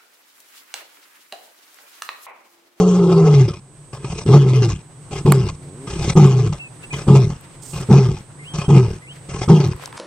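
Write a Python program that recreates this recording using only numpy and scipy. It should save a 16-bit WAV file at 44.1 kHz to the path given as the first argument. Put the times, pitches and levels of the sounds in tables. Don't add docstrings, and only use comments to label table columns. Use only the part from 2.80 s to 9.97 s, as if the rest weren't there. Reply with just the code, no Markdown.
import sys
import numpy as np
from scipy import signal
from scipy.io import wavfile
from scipy.ndimage import uniform_filter1d

SR = 44100
rng = np.random.default_rng(int(sys.argv[2]) if len(sys.argv) > 2 else 0)


def makeup_ratio(level_db):
    decades = np.asarray(level_db, float) / 20
    return 10 ** decades


def wrap_up_sound(samples):
    columns = np.atleast_2d(samples).T
    tamed = np.clip(columns, -1, 1)
    steps = np.round(tamed * 32767).astype(np.int16)
    wavfile.write(sys.argv[1], SR, steps)


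N = 316197


def rms_one(x):
    return x / np.sqrt(np.mean(np.abs(x) ** 2) + 1e-20)


def play(tables, column, fade=0.0236):
    t = np.arange(N) / SR
    rows = np.array(sorted(row for table in tables for row in table))
    gate = 0
    for table in tables:
        first, last = table[0][0], table[-1][0]
        already_sounding = (first == 0) * (t < .1)
        gate = gate + np.clip(np.minimum(t - first, last - t) / fade + already_sounding, 0, 1)
    return np.interp(t, rows[:, 0], rows[:, column]), np.minimum(gate, 1)


def at_hz(points, hz):
    points = np.array(points)
    return np.interp(np.log(hz), np.log(points[:, 0]), points[:, 1])


def drift(hz):
    r = np.exp(-2 * np.pi * hz / SR)
    return rms_one(signal.lfilter([1], [1, -2 * r, r * r], rng.standard_normal(N + SR))[SR:])


def turns(hz):
    return 2 * np.pi * np.cumsum(hz * np.ones(N)) / SR


def narrow(hz, width_hz):
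    phase = turns(hz)
    return rms_one(drift(width_hz) * np.cos(phase) + drift(width_hz) * np.sin(phase))


def tract(x, modes, patchy_db=0):
    out = 0
    for k, (hz, width_hz, db) in enumerate(modes):
        r = np.exp(-np.pi * width_hz / SR)
        b = (1 - r * r) / 2 * np.array([1, 0, -1])
        gain = makeup_ratio(db + patchy_db * drift(9.7)) if patchy_db else makeup_ratio(db)
        out = out + (-1) ** k * gain * signal.lfilter(b, [1, -2 * r * np.cos(2 * np.pi * hz / SR), r * r], x)
    return out


def strikes(times, db, fall_s):
    clicks = np.full(N, 1e-18)
    clicks[np.round(np.array(times) * SR).astype(int)] = makeup_ratio(db)
    return signal.lfilter([1], [1, -np.exp(-1 / (fall_s * SR))], clicks)


def air_levels(low_db, breathing_in, voiced, rasp_db, starts):
    # level in dB at a push of -10 dB, slope in dB per dB of push.
    air_out = [(-21, 1.05), (-30, 0.9), (-38, 0.58)]
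    # level in dB, slope in dB per dB of push.
    air_in = [(-26.5, 0.6), (-27, 0.54), (-28, 0.8)]
    second_db, mouth_db, hiss_db = [
        np.where(breathing_in, a + b * (low_db + 12.5), c + d * (low_db + 10))
        for (a, b), (c, d) in zip(air_in, air_out)]
    second_db = second_db + rasp_db
    mouth_db = mouth_db + 0.87 * rasp_db + 2.5 * strikes(starts, 0, 0.054)
    hiss_db = hiss_db - 23 * strikes(starts, 0, 0.013)
    throb_db, throb_s, throb_lag_s = 2.5, 0.0748, 0.019
    t = np.arange(N) / SR
    since = t - np.array([0] + starts)[np.searchsorted(starts, t)]
    throb = throb_db * voiced * np.cos(2 * np.pi * (since - throb_lag_s) / throb_s)
    return second_db + 0.43 * throb, mouth_db + 0.68 * throb, hiss_db + throb


def throat(pitch, phase, voiced, slack, bark):
    second_hz = 400 - 35 * slack * voiced + 22 * drift(6.0)
    sides = narrow(345, 16) + .7 * narrow(450, 20)
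    second = .8 * narrow(second_hz, 14) + (.2 + .4 * bark + .3 * slack) * sides
    for k in (2, 3):
        crossing = .12 + .85 / (1 + ((k * pitch - second_hz) / 36) ** 2)
        second = second + voiced * crossing * np.sin(k * phase)
    return second


def flaps(starts, intake_starts):
    # start in seconds, peak in the mouth in dB, chest thump in dB.
    slaps = [(0.001, -15, -32), (0.323, -25.5, -21), (0.538, -21.5, -14), (0.607, -36, -18),
             (0.681, -18.5, -25), (0.734, -22, -40), (1.244, -24, -21.5), (1.489, -28, -14),
             (1.733, -20.5, 7), (1.821, -17, -4.5), (1.887, -19.5, -27), (1.917, -19, -31),
             (2.653, -32.5, -24), (2.687, -21, -47), (3.209, -17, -25.5), (3.278, -31, -17.5),
             (3.662, -23, -19), (3.726, -16.5, -40), (4.352, -14.5, -14), (4.502, -22, -34),
             (5.021, -24, -30), (5.127, -13, -23.5), (5.368, -29, -54), (5.785, -15.5, -29.5),
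             (5.862, -27.5, -39), (5.963, -19.5, -12.5), (6.546, -30.5, -23.5), (6.616, -10.5, -19.5),
             (6.8, -14, -14.5), (6.841, -17.5, -17)]
    slaps = slaps + [np.add((.009, -22, -14), (s, 0, 0)) for s in starts]
    slaps = slaps + [np.add((.006, -26, -29), (s, 0, 0)) for s in intake_starts]
    times, flap_db, thump_db = np.transpose(slaps)
    slap = signal.lfilter([.05], [1, -.95], strikes(times, flap_db, .016))
    blow = np.diff(strikes(times, np.minimum(thump_db, -14), 0.0013), prepend=0)
    knock = signal.lfilter([.05], [1, -.95], blow)
    return slap, makeup_ratio(48.5) * tract(knock, [(125.4, 15.3, 10.0), (390, 42, 0.62)])


def mouth_air(phase, voiced, slack, bark):
    # resonance in Hz, width in Hz, level in dB.
    mouth = [(554.3, 51, 1), (683, 66, 1.5), (822, 113, 1), (920, 138, -2), (1074.5, 49, 2), (1214, 44, 0),
             (1304, 50, -1.5), (1623, 270, -0.5)]
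    # resonance in Hz, width in Hz, level in dB.
    teeth = [(2092, 143, 3), (2497, 92, 5), (2765, 71, 3), (3217, 320, 2), (3630, 1050, -3), (4546, 132, 1),
             (5050, 690, -2.5), (6020, 1110, -1), (7420, 950, -4.5), (8900, 1600, -16), (13300, 1300, -50)]
    puffs = 1 + .45 * voiced * np.cos(phase)
    air = rng.standard_normal((3, N)) * puffs * makeup_ratio((1.4 + 1.4 * slack) * drift(28))
    narrowed = makeup_ratio(-8 * np.clip((.62 - np.arange(N) / SR) / 0.3, 0, 1))
    rasp = rms_one(tract(air[:2], mouth[:-1], patchy_db=2.5))
    rasp = rasp + 0.83 * bark * rms_one(tract(air[:2], mouth[2:4]))
    lower_hiss = narrowed * tract(air[1:], mouth[-1:] + teeth[:2], patchy_db=3.0)
    return rasp, rms_one(lower_hiss + tract(air[1:], teeth[2:], patchy_db=2.5))


def lion():
    # start in seconds, push in dB, fold pitch in Hz, extra rasp in dB.
    roars = [
        [(0.0, -12, 182, 9.5), (0.118, -12.5, 181.7, 4.5), (0.3, -13.5, 170.4, 10.5), (0.456, -9.5, 158.8, 5.5),
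         (0.616, -7, 134.4, -4), (0.652, -14.5, 118, -4), (0.69, -23.5, 122, 5), (0.8, -40.5, 142, 0)],
        [(1.453, -22, 123.8, -23), (1.495, -9, 120.9, 1.5), (1.551, -3.5, 142.3, 2.5), (1.6, -9, 141.6, -2.5),
         (1.66, -15.5, 128.8, 6), (1.76, -9, 128.1, -3), (1.867, -15, 113.5, 0.5), (1.94, -22, 134.7, -6.5),
         (2.02, -41.5, 141.8, 0)],
    ]
    calls, breaths = roars + grunts(), intakes()
    low_db, on = play([[row[:2] for row in call] for call in calls + breaths], 1, fade=.004)
    pitch, voiced = play(calls, 2)
    breathing_in = play(breaths, 1, fade=.001)[1] > 0
    rasp_db = play(calls, 3)[0] * ~breathing_in
    starts = [call[0][0] for call in calls[1:]]
    second_db, mouth_db, hiss_db = air_levels(low_db, breathing_in, voiced, rasp_db, starts)

    bark = strikes(np.add(starts, .015), 0, .09)
    slack = np.clip((-13 - low_db) / 9, .02, 1)
    pitch = pitch + (98 - pitch) * np.clip(1.6 * slack - .3, 0, 1)
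    slack = np.maximum(slack, 1 - voiced)
    flutter = np.sin(turns(36 * makeup_ratio(1.128 * drift(8.1))))
    beat = makeup_ratio((5 * slack + 3 * bark) * flutter - 1.6 * slack ** 2)
    phase = turns(pitch * (1 + .008 * drift(25)))

    tone = voiced * np.sqrt(2 - 1.4 * slack - bark / 2) * np.sin(phase)
    rumble = np.sqrt(slack * (1 - .25 * voiced)) * narrow(143, 22)
    low = tone + rumble + (.05 + .6 * bark) * narrow(185, 26)
    second = throat(pitch, phase, voiced, slack, bark)
    slap, thump = flaps(starts, [breath[0][0] for breath in breaths])
    push = makeup_ratio(low_db - 32 + 24.4 * slack) * narrow(60, 14)
    body = on * beat * (makeup_ratio(low_db) * low + makeup_ratio(second_db - 1.0) * second + push) + thump

    rasp, hiss = mouth_air(phase, voiced, slack, bark)
    slack_cut_db = -3 * slack * voiced
    rasp = rasp * (on * beat ** 0.7 * makeup_ratio(mouth_db - 3.0 + slack_cut_db) + makeup_ratio(-14.5) * slap)
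    hiss = hiss * (on * beat ** .5 * makeup_ratio(hiss_db + 2.0 + slack_cut_db) + makeup_ratio(-18) * slap)
    wide_rasp = rasp[0] + 0.12 * rasp[1] * [[1], [-1]]
    wide_hiss = hiss[0] + 0.49 * hiss[1] * [[1], [-1]]
    upper = wide_rasp + wide_hiss * makeup_ratio([[1.2], [-1.8]])
    for hz in (645, 1850):
        upper = signal.lfilter(*signal.iirnotch(hz, 9.0, SR), upper)

    ground = makeup_ratio(-40) * np.roll(body, round(0.0096 * SR)) * [[1], [-1]]
    left, right = body * makeup_ratio([[.2], [-.2]]) + upper + ground
    return np.array([left, np.roll(right, 2)])


def bush():
    # frequency in Hz, density in dB per Hz.
    air_spectrum = [(15, -46), (25, -8), (81, -14), (115, 0), (147, -9.5), (238, -12.5), (355, -12),
                    (641, -20), (1070, -20.5), (1510, -29), (2320, -30), (6780, -35.5), (8630, -23),
                    (9870, -43), (15200, -56)]
    # frequency in Hz, left-right likeness from 0 to 1.
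    likeness = [(60, 0.83), (180, 0.88), (540, 0.78), (1630, 0.46), (4890, 0.2), (14700, 0.11)]
    out, edges = 0, 25 * 2 ** np.arange(0, 9.6, .5)
    white = rng.standard_normal((2, 2, N))
    for k, (low, high) in enumerate(zip(edges, edges[1:])):
        band = signal.butter(2, [low, high], "band", fs=SR, output="sos")
        mid, side = signal.sosfilt(band, white[k % 2])
        hz = np.sqrt(low * high)
        alike = np.clip(at_hz(likeness, hz), -1, 1)
        stereo = np.sqrt(1 + alike) * mid + np.sqrt(1 - alike) * side * [[1], [-1]]
        out = out + makeup_ratio(at_hz(air_spectrum, hz)) * stereo
    drone = makeup_ratio(-32) * narrow(142, 11.0)
    return makeup_ratio(-32 + drift(1.9)) * rms_one(out) + drone


def insects():
    # pitch in Hz, level in dB.
    singers = [(7854, -67), (7881, -53), (8452, -81), (8511, -48.5), (8570, -79.5)]
    tones = sum(makeup_ratio(db + 12.0 + 0.8 * drift(10)) * np.sin(turns(hz + 2.5 * drift(5))) for hz, db in singers)
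    t = np.arange(N) / SR
    top_s, period_s = 3.8, 2.2
    climb = np.cos(np.pi * (t - top_s) / period_s) ** 4
    whine_db = -67 + 5 * climb - 12 * np.exp(-t / 1.9)
    whine_hz = 9200 + 1140 * climb + 120 * drift(2.6)
    whine = makeup_ratio(whine_db + 6.5 + 3.2 * drift(4.4)) * narrow(whine_hz, 170)
    return np.array([np.roll(tones, 1), tones]) * makeup_ratio([[-5], [3]]) + whine * makeup_ratio([[1], [-1]])


def ducking(loud):
    level_db = 10 * np.log10(uniform_filter1d(np.mean(loud ** 2, axis=0), size=2000) + 1e-9)
    t = np.arange(N) / SR
    climb = 14 * t
    over_db = np.maximum(1.04 * (level_db + 22.0), 0)
    cut_db = np.maximum.accumulate(over_db + climb) - climb
    cut_db += 9 * np.exp(-t / 1.5)
    r = np.exp(-1 / (.06 * SR))
    return makeup_ratio(-signal.lfilter([1 - r], [1, -r], cut_db, zi=[r * cut_db[0]])[0])


def ticks():
    # start in seconds, peak in dB, pitch in Hz, bright edge in dB, left-right balance in dB.
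    snaps = [(4.61, -44, 1440, -61.5, 26), (6.877, -32, 1200, -46.5, 2), (6.932, -27.5, 1290, -71, 4),
             (6.963, -37.5, 1180, -48.5, 4), (6.996, -29, 724, -73, 6), (7.024, -32.5, 820, -70, -21),
             (7.036, -25, 1050, -52, 13), (7.057, -19.5, 4860, -51, 10.5), (7.075, -29, 970, -48, -6),
             (7.126, -28, 924, -59, 2.5)]
    # start in seconds, peak in dB, pitch in Hz, bright edge in dB, left-right balance in dB.
    big_snap = (2.5197, -4, 1036, -19, -9)
    # start in seconds, level in dB.
    rustle = [(4.82, -54), (4.838, -54.5), (4.904, -58.5), (5.02, -63)]
    # start in seconds, level in dB.
    murmur = [
        (1.0, -63.5),
        (2.9, -51),
        (6.4, -49.5),
        (7.17, -40.5),
    ]
    out = np.zeros((2, N))
    t = np.arange(round(.03 * SR)) / SR
    for s, db, hz, edge_db, pan_db in [big_snap] + snaps:
        spread = .0004 + .0005 * makeup_ratio(db)
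        burst = rng.standard_normal(len(t)) * (t / spread) ** 3 * np.exp(-t / spread)
        ring = tract(burst, [(hz, 0.33 * hz, 0), (2250, 300, -6 + 0.27 * db), (1020, 120, 3), (4600, 900, -20)])
        edge = tract(burst, [(7700, 1100, 2), (13600, 2400, 0)])
        side = np.array([[pan_db / 2], [-pan_db / 2]])
        snap = makeup_ratio(db + .4 * side) * ring / np.abs(ring).max()
        snap = snap + makeup_ratio(edge_db + 13 + 1.2 * side) * edge / np.abs(edge).max()
        out[:, round(s * SR):round(s * SR) + len(t)] += np.array([snap[0], np.roll(snap[1], 1)])
    rustle_db, on = play([rustle], 1, fade=.004)
    grit = rng.standard_normal(N) * makeup_ratio(3.1 * drift(40))
    grain = tract(grit, [(6800, 3600, 2.0), (8560, 630, 10.5), (13000, 2400, -12)])
    stir = rng.standard_normal((2, N)) * makeup_ratio(2.8 * drift(11))
    dull = [(303, 190, -1.5), (512, 350, -2.5), (875, 310, -1.0), (1330, 1800, -9)]
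    leaves = tract(stir, dull, patchy_db=-2.5)
    out += makeup_ratio(play([murmur], 1)[0]) * rms_one(leaves[0] + 0.82 * leaves[1] * [[1], [-1]])
    return out + on * makeup_ratio(rustle_db + 17) * rms_one(grain) * makeup_ratio([[-7], [4]])


def intakes():
    # start in seconds, length in seconds, level at the start in dB,
    # loudest point in seconds after the start, level there in dB.
    snores = [(1.125, 0.317, -42.5, .21, -24), (2.308, 0.1188, -28, 0.068, -22.5),
              (3.067, .272, -27.5, .19, -16.5), (4.124, 0.131, -23.5, 0.034, -26.5),
              (4.927, 0.126, -32, 0.031, -24.5), (5.734, .13, -26, 0.065, -24.5),
              (6.484, 0.187, -33.5, 0.075, -26.5)]
    swell_s, choke_s, choke_db = 0.096, 0.0348, -9.5
    return [[(s, first_db), (s + max(top_s - swell_s, .01), first_db - 0.5), (s + top_s, top_db),
             (s + length_s - choke_s, top_db - 3.0), (s + length_s, top_db + choke_db - 6.5)]
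            for s, length_s, first_db, top_s, top_db in snores]


def grunts():
    # start in seconds, end of the full push in seconds after the start, length in seconds,
    # pitch at the start in Hz, pitch at full push in Hz.
    pushes = [(2.449, 0.04418, 0.31, 152.3, 145.3), (3.352, .1, 0.44, 158.5, 138),
              (4.267, 0.1028, .31, 138.8, 133.7), (5.088, 0.0744, .325, 135.8, 139.9),
              (5.88, 0.0943, 0.31, 149.7, 132), (6.677, .055, 0.3, 160.7, 160)]
    start_db, full_db, eased_db, spent_db, end_db = -13, -6, -11.5, -15.5, -37.5
    attack_s, ease_s, release_s, tail_hz = 0.0318, 0.0411, .14, 139.8
    calls = []
    for s, full_s, length_s, first_hz, full_hz in pushes:
        end = s + length_s
        calls.append([
            (s, start_db, first_hz, 0),
            (s + attack_s, full_db, first_hz, 0),
            (s + max(full_s, attack_s + .005), full_db, full_hz, 0),
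            (s + full_s + ease_s, eased_db, .96 * full_hz, 0),
            (end - release_s, spent_db, .86 * full_hz, 0),
            (end - release_s / 2, (spent_db + end_db) / 2 + 3.0, tail_hz, 0),
            (end, end_db, tail_hz, 0)])
    return calls


def moan():
    # start in seconds, pitch in Hz, level in dB.
    glide = [(2.76, 90, -59), (2.902, 85.9, -54.5), (2.996, 128.6, -51.5), (3.068, 142.4, -44),
             (3.075, 140.4, -64)]
    # frequency in Hz, throat gain in dB.
    throat_gain = [(80, 7), (270, 5), (420, 4), (620, -13), (800, -24)]
    pitch, on = play([glide], 1, fade=0.014)
    db = play([glide], 2)[0]
    phase = turns(pitch * (1 + 0.008 * drift(23)))
    harmonics = sum(makeup_ratio(at_hz(throat_gain, k * pitch)) * np.sin(k * phase) for k in range(1, 9))
    return on * makeup_ratio(db + 3.5) * harmonics


def birds():
    # start in seconds, length in seconds, first pitch in Hz, last pitch in Hz, level in dB.
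    chirps = [(3.792, .09, 2740, 2520, -49), (4.028, .03, 2750, 2580, -51), (4.103, .06, 2500, 2380, -45),
              (5.84, .035, 3150, 3150, -55)]
    # seconds after the start, share of the top pitch, level in dB.
    rise = [(0, .57, -10), (.014, .68, -4), (.048, .65, -7), (.066, .85, -4), (.1, 1.0, 0)]
    # start of a whistle in seconds, top pitch in Hz, level in dB, hold of the top note in seconds.
    rises = [(5.587, 3190, -54, .055), (6.215, 3120, -54, .02)]
    calls = []
    for s, length_s, first_hz, last_hz, db in chirps:
        calls.append([(s, .92 * first_hz, db - 9), (s + .014, first_hz, db), (s + length_s, last_hz, db - 7)])
    for s, hz, db, held_s in rises:
        steps = rise + [(rise[-1][0] + held_s, 1, -7)]
        calls.append([(s + dt, share * hz, db + step_db) for dt, share, step_db in steps])
    pitch, on = play(calls, 1, fade=0.0048)
    db = play(calls, 2)[0]
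    song = on * makeup_ratio(db + 18 + 1.2 * drift(14)) * np.sin(turns(uniform_filter1d(pitch, size=500)))
    return np.array([song, np.roll(song, 9)]) + makeup_ratio(-16) * np.roll(song, round(.012 * SR))


def scene():
    near = lion()
    return near + ducking(near) * (insects() + bush()) + moan() + birds() + ticks()


def band_limit(x):
    return signal.sosfilt(signal.butter(12, 15780, fs=SR, output="sos"), x)


def record(dry):
    cut = signal.sosfilt(signal.cheby2(8, 40, 17500, fs=SR, output="sos"), dry)
    return band_limit(np.clip(cut, -1, 1))


dry = scene()
out = record(dry)
wrap_up_sound(out)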